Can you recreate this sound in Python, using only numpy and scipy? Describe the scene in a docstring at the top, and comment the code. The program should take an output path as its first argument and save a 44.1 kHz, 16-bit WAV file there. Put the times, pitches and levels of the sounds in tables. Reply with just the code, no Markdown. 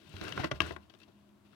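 """A paper package scrapes and snaps as it is pushed over a hollow plastic box, close up in a quiet room.
The scrape is a stream of tiny fibre slips, fuller under pressure; each buckle of the paper is a snap.
The box thuds at each shove and rings in one sharp knock as the package lands, then the paper settles
with faint crinkles. The right microphone faces away and hears little treble."""
import sys
import numpy as np
from scipy import signal
from scipy.fft import irfft
from scipy.io import wavfile

SR = 44100
rng = np.random.default_rng(int(sys.argv[2]) if len(sys.argv) > 2 else 0)


def to_wav(s):
    """Save 16-bit WAV."""
    ch = np.atleast_2d(s).T  # columns
    pcm = np.round(np.clip(ch, -1, 1) * 32767)  # PCM
    wavfile.write(sys.argv[1], SR, pcm.astype(np.int16))


N = 68355
TIME = np.arange(N) / SR


def amp(db):
    """Decibels to gain."""
    return 10 ** (np.asarray(db) / 20)


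def unit(x):
    """Scales to rms 1."""
    return x / np.sqrt(np.mean(x ** 2) + 1e-20)


def read(points, hz):
    """Reads a table on a log-frequency axis."""
    f, value = np.transpose(points)
    return np.interp(np.log(hz + 1), np.log(f + 1), value)


def add(mix, s, sound):
    """Mixes a sound in at s seconds."""
    part = mix[..., max(round(s * SR), 0):][..., :sound.shape[-1]]
    part += sound[..., :part.shape[-1]]


def eq(x, curve, keep_power=True, size=4096):
    """Minimum-phase EQ; keep_power holds white noise at the same level."""
    log_gain = np.log(amp(read(curve, abs(np.fft.fftfreq(size, 1 / SR)))))
    taps = np.fft.ifft(np.exp(np.conj(signal.hilbert(log_gain)))).real[:size // 2]
    taps = taps / (np.linalg.norm(taps) if keep_power else 1)
    return signal.fftconvolve(x, taps[None], axes=1)[:, :x.shape[1]]


def ring(x, response):
    """Plays a sound through an impulse response."""
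    return signal.fftconvolve(x, np.atleast_2d(response), axes=1)[:, :N]


def mode(hz, t60, rise_s, turn=0):
    """One dying resonance with a soft attack."""
    t = TIME[:SR // 2]
    envelope = np.minimum(t / rise_s, 1) ** 2 * amp(-60 * t / t60)
    return envelope * np.sin(2 * np.pi * (hz * (t - rise_s) + turn))


def white(n):
    """Two channels of random-sign noise."""
    return rng.choice([-1., 1.], (2, n))


# Stereo image, wider toward the top (frequency [Hz], left-right correlation [0-1])
IMAGE = [(50, .65), (400, 0.6), (1500, 0.22), (4000, 0.23), (12000, 0.091)]
def stereo(x, size=512):
    """Makes two unrelated channels partly alike."""
    hz, _, (left, other) = signal.stft(x, SR, nperseg=size)
    same = read(IMAGE, hz)[:, None]
    right = same * left + np.sqrt(1 - same ** 2) * other
    return signal.istft(np.array([left, right]), SR, nperseg=size)[1][:, :x.shape[1]]


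# Room tone spectrum (frequency [Hz], density [dB])
ROOM_TONE = [(30, -34), (60, -12.5), (100, 0.5), (150, -11), (200, -11.5), (320, -3.5), (480, -24.5),
             (620, -12), (800, -20.5), (1000, -16.5), (2000, -26.5), (3500, -27.5), (5500, -34.5),
             (16000, -39.5)]
def room_tone(left_db=-64, right_db=-68.5, hum_hz=203.8, hum_width_hz=5.5, hum_db=-66.5):
    """A quiet bed of air with a faint, wavering hum."""
    air = unit(eq(stereo(rng.standard_normal((2, N))), ROOM_TONE))
    hz = np.fft.rfftfreq(N, 1 / SR)
    hum_band = np.exp(2j * np.pi * rng.random(len(hz))) / (1 + ((hz - hum_hz) / hum_width_hz) ** 2)
    return amp([[left_db], [right_db]]) * air + amp(hum_db) * unit(irfft(hum_band, N))


# Reverb decay (frequency [Hz], t60 [s])
ROOM_DECAY = [(80, 1), (300, 0.19), (1000, 0.46), (3000, 0.049), (10000, 0.18)]
def reverb(x, size=256):
    """Room reflections, each band dying at its own speed."""
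    hz, t, bands = signal.stft(stereo(white(SR // 2)), SR, nperseg=size)
    t60 = read(ROOM_DECAY, hz)[:, None]
    tail = signal.istft(bands * amp(-60 * t / t60) / np.sqrt(t60), SR, nperseg=size)[1]
    return ring(x, tail / np.linalg.norm(tail, axis=1, keepdims=True))


# Off-axis EQ of the right microphone (frequency [Hz], gain [dB])
OFF_AXIS = [(60, 1.5), (250, -0.5), (600, -9), (1200, -11.5), (3000, -23), (5000, -26.5), (12000, -16)]
def off_axis(x):
    """The right microphone faces away, so its side is duller."""
    return np.vstack([x[:1], eq(x[1:], OFF_AXIS, keep_power=False)])


# Low thuds of the box (time [s], level [dB], pitch [Hz], t60 [s])
THUD_CUES = [(0.135, -39.5, 90.6, 0.25), (0.213, -39, 82, 0.12), (0.362, -40, 92.5, 0.29),
             (0.393, -30.5, 98, 0.096), (0.439, -38.5, 76, 0.1), (0.531, -41.5, 72, 0.33),
             (0.605, -35, 79, 0.31), (0.706, -47, 76.8, 0.3)]
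def thuds(rise_s=0.0059, lag_turns=0.052, right_db=0.5):
    """The hollow box booms at each shove, its phase lagging on the right."""
    out = np.zeros((2, N))
    for s, db, hz, t60 in THUD_CUES:
        left = mode(hz, t60, rise_s)
        right = amp(right_db) * mode(hz, t60, rise_s, -lag_turns)
        add(out, s, amp(db) * np.array([left, right]))
    return out


# Modes of the plastic box (frequency [Hz], level [dB], t60 [s])
BOX_MODES = [(117, -34.5, 0.17), (170, -26.5, 0.3), (331, -14, 0.077), (633, -18, 0.063), (1053, -13, 0.05),
             (1234, -10.5, 0.03), (1620, -12, 0.06), (2120, -22.5, .02), (2280, 11.5, 0.0044),
             (2730, 3.5, 0.014), (3010, -8, 0.025), (5440, -19.5, 0.021)]
KNOCK_RISE_S = 0.001198
def box_ring():
    """The box's modes, reaching the right microphone slightly out of phase."""
    turns = rng.uniform(-0.011, 0.054, len(BOX_MODES))
    return sum(amp(db) * np.array([mode(hz, t60, KNOCK_RISE_S), mode(hz, t60, KNOCK_RISE_S, turn)])
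               for (hz, db, t60), turn in zip(BOX_MODES, turns))


# Tone of the knock's transient (frequency [Hz], gain [dB])
CRACK_EQ = [(820, -26), (1100, 10.5), (1600, -18.5), (2700, 6.5), (3500, -1), (5500, -13), (15000, -34.5)]
def knock(at_s=0.6035, ring_db=-12.5, crack_db=-18, crack_decay_s=0.0045):
    """The package lands: a sharp crack on top of the ringing box."""
    out, t = np.zeros((2, N)), TIME[:SR // 2]
    envelope = np.minimum(t / KNOCK_RISE_S, 1) * np.exp(-t / crack_decay_s)
    crack = eq(stereo(white(len(t))) * envelope, CRACK_EQ)
    add(out, at_s, amp(ring_db) * box_ring() + amp(crack_db) * crack)
    return out


def slips(per_s=7000, spread_db=3, bunch_db=1.5, bunch_s=0.0035):
    """Grains of slipping paper fibre, in uneven bunches, a few of them large."""
    sizes = amp(spread_db * np.minimum(rng.exponential(1, N), 4))
    fires = rng.random(N) < per_s / SR
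    grains = stereo(sizes * fires * white(N))
    bunches = np.interp(TIME / bunch_s, np.arange(N), unit(rng.uniform(-1, 1, N)))
    return unit(grains * amp(bunch_db * bunches))


# Brief scratches (time [s], level [dB])
CATCH_CUES = [(.092, -61), (.238, -50.5), (0.289, -52.5), (.664, -53), (0.675, -60.5), (0.723, -66),
              (.761, -60), (.986, -69), (.999, -67)]
# Their bright tone (frequency [Hz], gain [dB])
SCRATCH_EQ = [(2000, -17.5), (6500, 1.5), (9000, -2), (15000, -15)]
def catches(rise_s=0.0025):
    """The paper's edge catches and lets go in a short, hissy flurry of slips."""
    flurry, age = np.zeros(N), TIME[:SR // 2] / rise_s
    for s, db in CATCH_CUES:
        add(flurry, s, amp(db) * age * np.exp(1 - age))
    return eq(slips() * flurry, SCRATCH_EQ)


# Resonances of the package (frequency [Hz], width [Hz], boost [dB])
PACKAGE_PEAKS = [(621.6, 45, 7.5), (1044, 30, 6.5), (1430, 76, 8.5), (1579, 59, 6.5), (2000, 32, 4),
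                 (2620, 260, 3.5), (3306, 40, 4.5), (3646, 80, 4.5)]
def package(x, trim_db=-3.5):
    """The package colours the paper's sound with narrow peaks."""
    for hz, width, db in PACKAGE_PEAKS:
        x = x + (amp(db) - 1) * signal.lfilter(*signal.iirpeak(hz, hz / width, SR), x)
    return amp(trim_db) * x


# Paper snaps and bumps; body, edge and right are offsets from the level
# (time [s], level [dB], length [s], body [dB], edge [dB], right [dB], fold pitch [Hz])
SNAP_CUES = [(0.138, -63.5, 0.0039, 15.5, -7, 11, 398), (0.165, -45, 0.0032, -13, 5, 7, 3180),
             (0.212, -43, 0.0032, 4.5, 7.5, 12, 1470), (0.281, -35.5, 0.0022, -5, 3, 11, 2830),
             (0.3224, -29, 0.0023, -17, -3.5, 8, 2920), (0.376, -31, .0026, -6.5, -9, 15, 1430),
             (0.3956, -44, 0.0083, 14.5, -23, -11.5, 342), (0.432, -36.5, 0.012, -4.5, -24, 18, 1340),
             (0.4405, -30, 0.0074, 0.5, -1.5, 5.5, 1320), (0.512, -30, 0.0062, -0.5, -2, 8.5, 1172),
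             (0.6164, -34, 0.0035, 4.5, 5, -25, 1650), (0.66, -39, 0.0041, -17, -5, 9, 1460),
             (0.706, -35.5, 0.0039, 6, -23, -1.5, 1007), (0.7624, -38, 0.0036, -0.5, -18, -3.5, 1076),
             (0.8967, -56.5, 0.006, 2.5, 5, -1, 2570), (0.938, -56.5, 0.0027, 0.5, 4, -1, 2760),
             (0.948, -55.5, 0.0027, 3.5, -3, -7, 3600), (1.001, -60.5, 0.0048, -18, 5.5, 2, 2680),
             (1.014, -49.5, 0.007, -35, -7, 2, 2650), (1.03, -51, 0.0064, -39, -1, 5, 2780),
             (1.077, -71, 0.015, 17.5, 5.5, -2, 2730), (1.2905, -66, .002, -23, 4.5, 0, 3320),
             (1.528, -53, 0.0074, -9.5, -16, -10, 1260)]
# A snap's layers: low body, mid panel, crisp edge (frequency [Hz], gain [dB])
BODY_EQ = [(40, -58.5), (120, -4), (230, -8), (335, 1.5), (480, -8.5), (640, -6), (900, -10.5),
           (8000, -85.5)]
PANEL_EQ = [(200, -41), (800, -12.5), (1100, 5), (1450, -2.5), (1850, 4.5), (2600, -5), (4000, -11.5),
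            (8000, -46)]
EDGE_EQ = [(300, -25.5), (1500, -10.5), (2900, 6), (4200, 2), (5800, -4), (7500, -16.5), (15000, -26.5)]
# Tails of body, panel and edge (level [dB], t60 [s])
SNAP_TAILS = [(-5.5, 0.12), (-22, 0.059), (-17, 0.062)]
def snaps(fold_db=10, fold_t60_s=0.03, fold_lengths=6.5, panel_follow=0.36):
    """Each buckle of the paper bursts through its body, panel and edge, and rings one fold."""
    layers, folds, t = np.zeros((3, 2, N)), np.zeros((2, N)), TIME[:SR // 8]
    for s, db, length, body_db, edge_db, right_db, fold_hz in SNAP_CUES:
        burst = (2 * t / length) * np.exp(1 - 2 * t / length)
        gain = amp([[db], [db + right_db]])
        panel_db = panel_follow * min(body_db, 0)  # a light snap also shakes the panel less
        for layer, layer_db, (tail_db, t60) in zip(layers, (body_db, panel_db, edge_db), SNAP_TAILS):
            tail = np.minimum(t / length, 1) * amp(tail_db - 60 * t / t60)
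            add(layer, s, gain * amp(layer_db) * np.hypot(burst, tail) * stereo(white(len(t))))
        fold_t60 = min(fold_t60_s, fold_lengths * length)  # quick snaps ring shorter
        add(folds, s, gain * amp(fold_db) * mode(fold_hz, fold_t60, length))
    crackle = sum(eq(layer, curve) for layer, curve in zip(layers, (BODY_EQ, PANEL_EQ, EDGE_EQ)))
    return folds + package(crackle)


# Envelopes of the slide and of the faint rub as the paper settles (time [s], level [dB])
SLIDE_ENVELOPE = [(0, -61.5), (.12, -54), (.16, -50.5), (.205, -48), (.24, -40), (.3, -44), (.35, -47),
                  (.405, -34.5), (.428, -43.5), (.45, -41), (.475, -47), (.5, -64.5), (.53, -63.5),
                  (.56, -46.5), (.595, -63.5), (.63, -40.5), (.71, -45), (.8, -103)]
SETTLE_ENVELOPE = [(.72, -55), (.775, -65.5), (.8, -71), (.83, -63.5), (.88, -76.5), (.945, -65),
                   (.98, -69), (1.02, -63.5), (1.06, -70.5), (1.2, -73.5), (1.435, -85), (1.455, -64.5),
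                   (1.495, -72), (1.55, -65)]
# Paper under light and firm pressure, and the hollow rumble below (frequency [Hz], gain [dB])
LIGHT_EQ = [(100, -12.5), (400, -0.5), (1800, -5.5), (3000, 2), (4500, -0.5), (7000, -13), (15000, -20.5)]
FIRM_EQ = [(100, -23), (330, -2), (620, -3), (850, -6), (1450, -3), (2000, -5.5), (3000, -9.5),
           (4100, -8.5), (4600, -13), (5600, -14.5), (7000, -23.5), (15000, -36)]
RUMBLE_EQ = [(35, -36.5), (78, -5), (170, -3), (240, -12), (330, -0.5), (480, -11.5), (4000, -81.5)]
def scrape(light_db=-52.5, firm_db=-39, rumble_db=-3.5, settle_rumble_db=1, box_db=-8.5):
    """Slips grow louder and fuller with pressure, and shake the box under them."""
    slide_db = np.interp(TIME, *np.transpose(SLIDE_ENVELOPE), right=-120)
    settle = amp(np.interp(TIME, *np.transpose(SETTLE_ENVELOPE), left=-120))
    firmness = np.clip((slide_db - light_db) / (firm_db - light_db), 0, 1)  # crossfades the two tones
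    slide, box = amp(slide_db), box_ring()
    firm = eq(slips() * slide * np.sqrt(firmness), FIRM_EQ)
    light = eq(slips() * (slide * np.sqrt(1 - firmness) + settle), LIGHT_EQ)
    rumble = eq(slips() * (slide + amp(settle_rumble_db) * settle), RUMBLE_EQ)
    rubbed_box = ring(slips() * (slide + settle), box / np.linalg.norm(box[0]))
    return package(firm + light) + amp(rumble_db) * rumble + amp(box_db) * rubbed_box


def scene(reverb_db=-13.5):
    """Close paper and box with a touch of reverb, duller on the right, over room tone."""
    close = scrape() + catches() + snaps() + knock() + thuds()
    return off_axis(close + amp(reverb_db) * reverb(close)) + room_tone()


def record(dry, low_cut_hz=29, high_cut_hz=16100):
    """A low cut and a steep high cut on the mix."""
    low_cut = signal.butter(4, low_cut_hz, "high", fs=SR, output="sos")
    high_cut = signal.firwin(511, high_cut_hz, window=("kaiser", 9), fs=SR)
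    return signal.oaconvolve(signal.sosfilt(low_cut, dry), high_cut[None], "same")


dry = scene()
out = record(dry)
to_wav(out)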